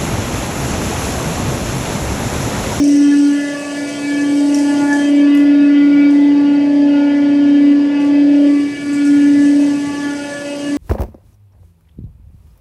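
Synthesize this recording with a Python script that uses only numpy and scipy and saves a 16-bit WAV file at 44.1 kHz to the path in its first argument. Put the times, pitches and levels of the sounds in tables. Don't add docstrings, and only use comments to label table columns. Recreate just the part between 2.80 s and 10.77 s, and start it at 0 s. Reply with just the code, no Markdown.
import sys
import numpy as np
from scipy import signal
from scipy.io import wavfile
from scipy.ndimage import uniform_filter1d

SR = 44100
rng = np.random.default_rng(int(sys.argv[2]) if len(sys.argv) > 2 else 0)


def transcribe(signal):
    frames = np.atleast_2d(signal).T
    limited = np.clip(frames, -1, 1)
    pcm = np.round(limited * 32767).astype(np.int16)
    wavfile.write(sys.argv[1], SR, pcm)


N = 351477

SHAFT_HZ, PISTONS, WALK_M_PER_S = 31.86, 9, 0.55
HISS_BUILD_S, HALL_T60_S, LEAK_DB = 0.52, 0.97, -55
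SCUFF_DECAY_S, HIGH_CUT_HZ = 0.058, 13990

# time in seconds, level in dB.
PISTON_TONE = [(0.0, -10), (0.24, -8.5), (0.47, -9), (0.8, -27), (1.04, -21.5), (1.15, -25), (1.31, -16.5),
               (1.6, -12), (2.2, -13.5), (2.4, -8.5), (3.37, -8), (3.88, -11.5), (4.02, -9), (4.37, -11.5),
               (4.9, -7.5), (5.13, -14), (5.39, -9), (5.7, -8.5), (5.84, -14), (5.971, -27.5), (6.11, -16),
               (6.32, -8), (6.8, -9), (7.15, -22.5), (7.28, -17.5), (7.58, -33.5), (7.68, -25.5),
               (7.79, -26), (7.93, -15.5)]
# time in seconds, levels of harmonics 2 and 3 in dB.
WHINE_BODY = [(0.0, -35, -41), (0.06, -37, -57), (0.31, -54, -44), (0.71, -28.5, -48), (1.4, -51, -43.5),
              (1.86, -35.5, -33.5), (2.15, -32, -27.5), (2.4, -28, -59), (2.57, -43, -54.5),
              (3.62, -39, -36), (4.17, -27, -36), (5.06, -37, -51), (5.19, -44, -35), (5.66, -24, -51),
              (5.86, -57, -70), (6.08, -42, -52), (6.84, -34, -44.5), (7.13, -48, -37.5), (7.5, -28, -39),
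              (7.57, -29.5, -57), (7.72, -25.5, -42), (7.97, -36, -51)]
# time in seconds, level of harmonic 6 in dB.
WHINE_EDGE = [(0.13, -48), (0.33, -29), (0.44, -39), (0.75, -29.5), (0.85, -37.5), (1.5, -35), (1.7, -49),
              (1.91, -28.5), (2.0, -38), (2.13, -24), (2.33, -41), (2.44, -36.5), (2.58, -43),
              (2.68, -30.5), (3.0, -47), (4.2, -41), (4.35, -37), (5.6, -43), (5.88, -44.5), (5.97, -31.5),
              (6.06, -42), (6.44, -31), (6.5, -43), (6.64, -32), (6.88, -43), (7.28, -31), (7.39, -44),
              (7.55, -30), (7.77, -53), (7.88, -32), (7.97, -49)]
# time in seconds, levels of harmonics 5 and 8 in dB.
WHINE_SHEEN = [(0.0, -56, -42), (0.26, -40.5, -59), (1.33, -47.5, -35.5), (1.8, -48, -49),
               (2.02, -34, -39.5), (2.22, -44, -48), (2.42, -55, -33), (2.48, -43, -57), (3.24, -35, -32),
               (3.42, -54, -52), (3.75, -42, -47), (3.99, -62, -47), (4.11, -38.5, -57), (4.22, -39.5, -42),
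               (5.66, -51, -48.5), (5.73, -61, -40.5), (6.28, -37, -37.5), (6.57, -48.5, -48),
               (7.17, -50, -48), (7.33, -36, -45), (7.97, -52, -51)]
# multiples of the piston tone, then their average levels in dB.
FAINT_HARMONICS = [4, 7, 9, 10, 11, 12, 13, 14, 16, 17]
FAINT_DB = [-46.5, -42.5, -44.5, -46, -46.5, -54.5, -55.5, -64.5, -54.5, -54]
# time in seconds, relative level in dB.
FAINT_SWELL = [(0.0, -1.5), (1.3, 1.5), (3.2, 2), (3.6, -1.5), (7.97, -1)]
# multiples of the shaft speed, then their average levels in dB.
SHAFT_ORDERS = [11, 12, 13, 14, 16, 17, 19, 20, 21, 22, 24, 26, 28, 29, 32, 50, 60, 106]
SHAFT_DB = [-47.5, -53.5, -55, -54.5, -44, -40, -39.5, -45.5, -47, -51.5, -52, -58.5, -50.5, -64, -56.5,
            -58, -62, -65]
# time in seconds, relative level in dB.
SHAFT_SWELL = [(0.1, -1), (0.33, -14), (0.6, -3), (1.6, 1.5), (5.65, -0.5), (5.9, -11.5), (6.85, 1),
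               (7.1, -12.5), (7.6, -3)]
# start in seconds, snap gain in dB, snap pitch in Hz, scuff gain in dB.
CRUNCHES = [(0.0398, -18, 5600, -38), (0.077, -29, 5610, -38), (1.0904, -26, 6000, -43),
            (1.745, -15, 5640, -33), (1.787, -28, 5830, -43), (2.129, -20, 6150, -37),
            (2.5506, -31, 11600, -50), (2.572, -36, 10500, -49), (3.301, -52, 5800, -46.5),
            (5.198, -46.5, 5400, -47), (5.247, -35, 5300, -53.5), (6.131, -28, 7850, -40),
            (6.25, -29, 7870, -39)]
# frequency in Hz, relative level in dB.
GRIT_COLOUR = [(3500, -18), (5500, 2), (8200, 1), (11000, -8), (14000, -28)]
# pitch in Hz, starting level of the pure tone in dB, T60 in seconds.
STEEL_MODES = [(5600, -44, 2.5), (5330, -52.5, 2), (6060, -45.5, 2.9)]
# opening and shutting times in seconds, target level at each in dB.
HISS_BLOWS = [(-1.0, 2.21, -38, -37.5), (5.5, 8.9, -41, -40)]
# frequency in Hz, relative level in dB.
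HISS_COLOUR = [(2470, -33.5), (4200, -6), (5810, -3.5), (6260, -1.5), (7020, -8), (8160, -2), (9150, -10.5),
               (10800, -13), (12500, -29.5), (13800, -26.5)]
# frequency in Hz, density in dB per Hz.
ROAR_COLOUR = [(25, -83), (62, -74.5), (110, -62), (280, -56), (450, -62.5), (620, -64.5), (950, -75),
               (1300, -81), (1750, -74), (2900, -74), (3700, -81.5), (4700, -77), (6000, -85.5),
               (9000, -101), (12000, -104), (13800, -120)]


def piston_whine():
    pitch = SHAFT_HZ * PISTONS
    out = fuzzy_tone(pitch, gain(ride(PISTON_TONE)), fuzz_db=-25, fuzz_hz=22)
    out += fuzzy_tone(2 * pitch, gain(ride(WHINE_BODY)), fuzz_db=-19, fuzz_hz=25)
    out += fuzzy_tone(3 * pitch, gain(ride(WHINE_BODY, column=2)), fuzz_db=-8.5, fuzz_hz=25)
    bright_db = {5: ride(WHINE_SHEEN), 6: ride(WHINE_EDGE), 8: ride(WHINE_SHEEN, column=2)}
    levels = {k: gain(db) * unit_rms(1 + 0.28 * standing_waves(k * pitch))
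              for k, db in bright_db.items()}
    swell = unit_rms(gain(ride(FAINT_SWELL)))
    for k, db in zip(FAINT_HARMONICS, FAINT_DB):
        levels[k] = gain(db) * swell * standing_waves(k * pitch)
    throb = 1 + 0.072 * np.cos(2 * np.pi * SHAFT_HZ * np.arange(N) / SR)
    for k, level in levels.items():
        out += throb * fuzzy_tone(k * pitch, level, fuzz_db=-6, fuzz_hz=29)
    return out


def shaft_tones():
    out = np.zeros(N)
    swell = unit_rms(gain(0.56 * ride(PISTON_TONE)))
    for k, db in ((PISTONS - 1, -35), (PISTONS + 1, -35.5)):
        level = gain(db) * swell * unit_rms(1.2 + standing_waves(k * SHAFT_HZ))
        out += fuzzy_tone(k * SHAFT_HZ, level, fuzz_db=-9.5, fuzz_hz=20)
    swell = unit_rms(gain(ride(SHAFT_SWELL)))
    for k, db in zip(SHAFT_ORDERS, SHAFT_DB):
        level = gain(db) * swell * unit_rms(1.2 + standing_waves(k * SHAFT_HZ))
        out += fuzzy_tone(k * SHAFT_HZ, level, fuzz_db=-5.5, fuzz_hz=6.1)
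    return out


def standing_waves(hz):
    direction, phase = rng.random((2, 24, 1))
    t = np.arange(0, N / SR, 1 / 200)
    shift_hz = hz * WALK_M_PER_S / 343 * np.cos(2 * np.pi * direction)
    echoes = np.exp(2j * np.pi * (shift_hz * t + phase))
    return stretch(unit_rms(echoes.sum(0)))


def footsteps():
    out = np.zeros(N + SR)
    t = np.arange(SR // 4) / SR
    grit = unit_rms(patchy_noise(GRIT_COLOUR, size=256, patchy_db=-1.5))
    snap_envelope = (t / 0.00074) * np.exp(1 - t / 0.0011)
    scuff_envelope = (1 - np.exp(-t / 0.0044)) * np.exp(-t / SCUFF_DECAY_S)
    for start, snap_db, hz, scuff_db in CRUNCHES:
        at = round(start * SR)
        burst = grit[at:at + len(t)]
        ring = np.sin(2 * np.pi * hz * t)
        snap = (0.48 * ring + 0.23 * burst) * snap_envelope
        lumps = gain(2.1 * flicker(len(t), smooth=90))
        chatter = ring * flicker(len(t), smooth=40)
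        scuff = (burst + chatter) * lumps * scuff_envelope
        out[at:at + len(t)] += gain(snap_db) * snap + gain(scuff_db) * scuff
    return out[:N]


def struck_steel():
    t = np.arange(N) / SR
    return sum(fuzzy_tone(hz, gain(db - 60 * t / t60), fuzz_db=8, fuzz_hz=110)
               for hz, db, t60 in STEEL_MODES)


def far_hiss():
    t, level = np.arange(N) / SR, gain(LEAK_DB)
    for opens, shuts, open_db, shut_db in HISS_BLOWS:
        pressure = 1 - np.exp(-np.maximum(t - opens, 0) / HISS_BUILD_S)
        blow_db = np.interp(t, [opens, shuts], [open_db, shut_db])
        tail_db = -60 * np.maximum(t - shuts, 0) / HALL_T60_S
        level = level + pressure * gain(blow_db + tail_db)
    crackle = gain(0.71 * flicker(N, smooth=150))
    return level * unit_rms(patchy_noise(HISS_COLOUR, size=512, patchy_db=2) * crackle)


def hall_roar():
    return patchy_noise(ROAR_COLOUR, size=4096, patchy_db=2)


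def gain(db):
    return 10 ** (np.asarray(db) / 20)


def unit_rms(x):
    return x / np.sqrt(np.mean(abs(x) ** 2) + 1e-20)


def flicker(length, smooth):
    return unit_rms(uniform_filter1d(rng.standard_normal(length), size=smooth))


def ride(rows, column=1):
    rows = np.asarray(rows)
    return np.interp(np.arange(N) / SR, rows[:, 0], rows[:, column])


def stretch(slow):
    return np.interp(np.linspace(0, len(slow) - 1, N), np.arange(len(slow)), slow)


def fuzzy_tone(hz, level, fuzz_db, fuzz_hz):
    hop = 50
    jitter = np.dot(rng.standard_normal((N // hop, 2)), [1, 1j])
    pole = np.exp(-2 * np.pi * fuzz_hz * hop / SR)
    jitter = unit_rms(signal.lfilter([1], [1, -2 * pole, pole ** 2], jitter))
    skirt = gain(fuzz_db) * stretch(jitter)
    carrier = np.exp(2j * np.pi * (hz * np.arange(N) / SR + rng.random()))
    return np.sqrt(2) * (level * (1 + skirt) * carrier).real


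def patchy_noise(colour, size, patchy_db):
    hop, hz = size // 4, np.fft.rfftfreq(size, 1 / SR)
    knots_hz, knots_db = np.transpose(colour)
    colour_db = np.interp(np.log(hz + 1), np.log(knots_hz + 1), knots_db)
    real, imag, patches = rng.standard_normal((N // hop + 5, len(hz), 3)).T
    patches = uniform_filter1d(patches, size=9, axis=0)
    patches = unit_rms(uniform_filter1d(patches, size=12, axis=1))
    spectra = (real + 1j * imag) * gain(colour_db[:, None] + patchy_db * patches)
    noise = signal.istft(spectra, nperseg=size, noverlap=size - hop)[1][:N]
    return unit_rms(noise) * np.sqrt(np.sum(gain(colour_db) ** 2) * SR / size)


def scene():
    mix = hall_roar() + piston_whine() + shaft_tones() + far_hiss() + footsteps() + struck_steel()
    return mix[None]


def record(dry):
    low_cut = signal.butter(1, 45, "high", fs=SR, output="sos")
    high_cut = signal.firwin(511, HIGH_CUT_HZ, window=("kaiser", 9), fs=SR)
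    return signal.oaconvolve(signal.sosfilt(low_cut, dry), high_cut[None], "same")


dry = scene()
out = record(dry)
transcribe(out)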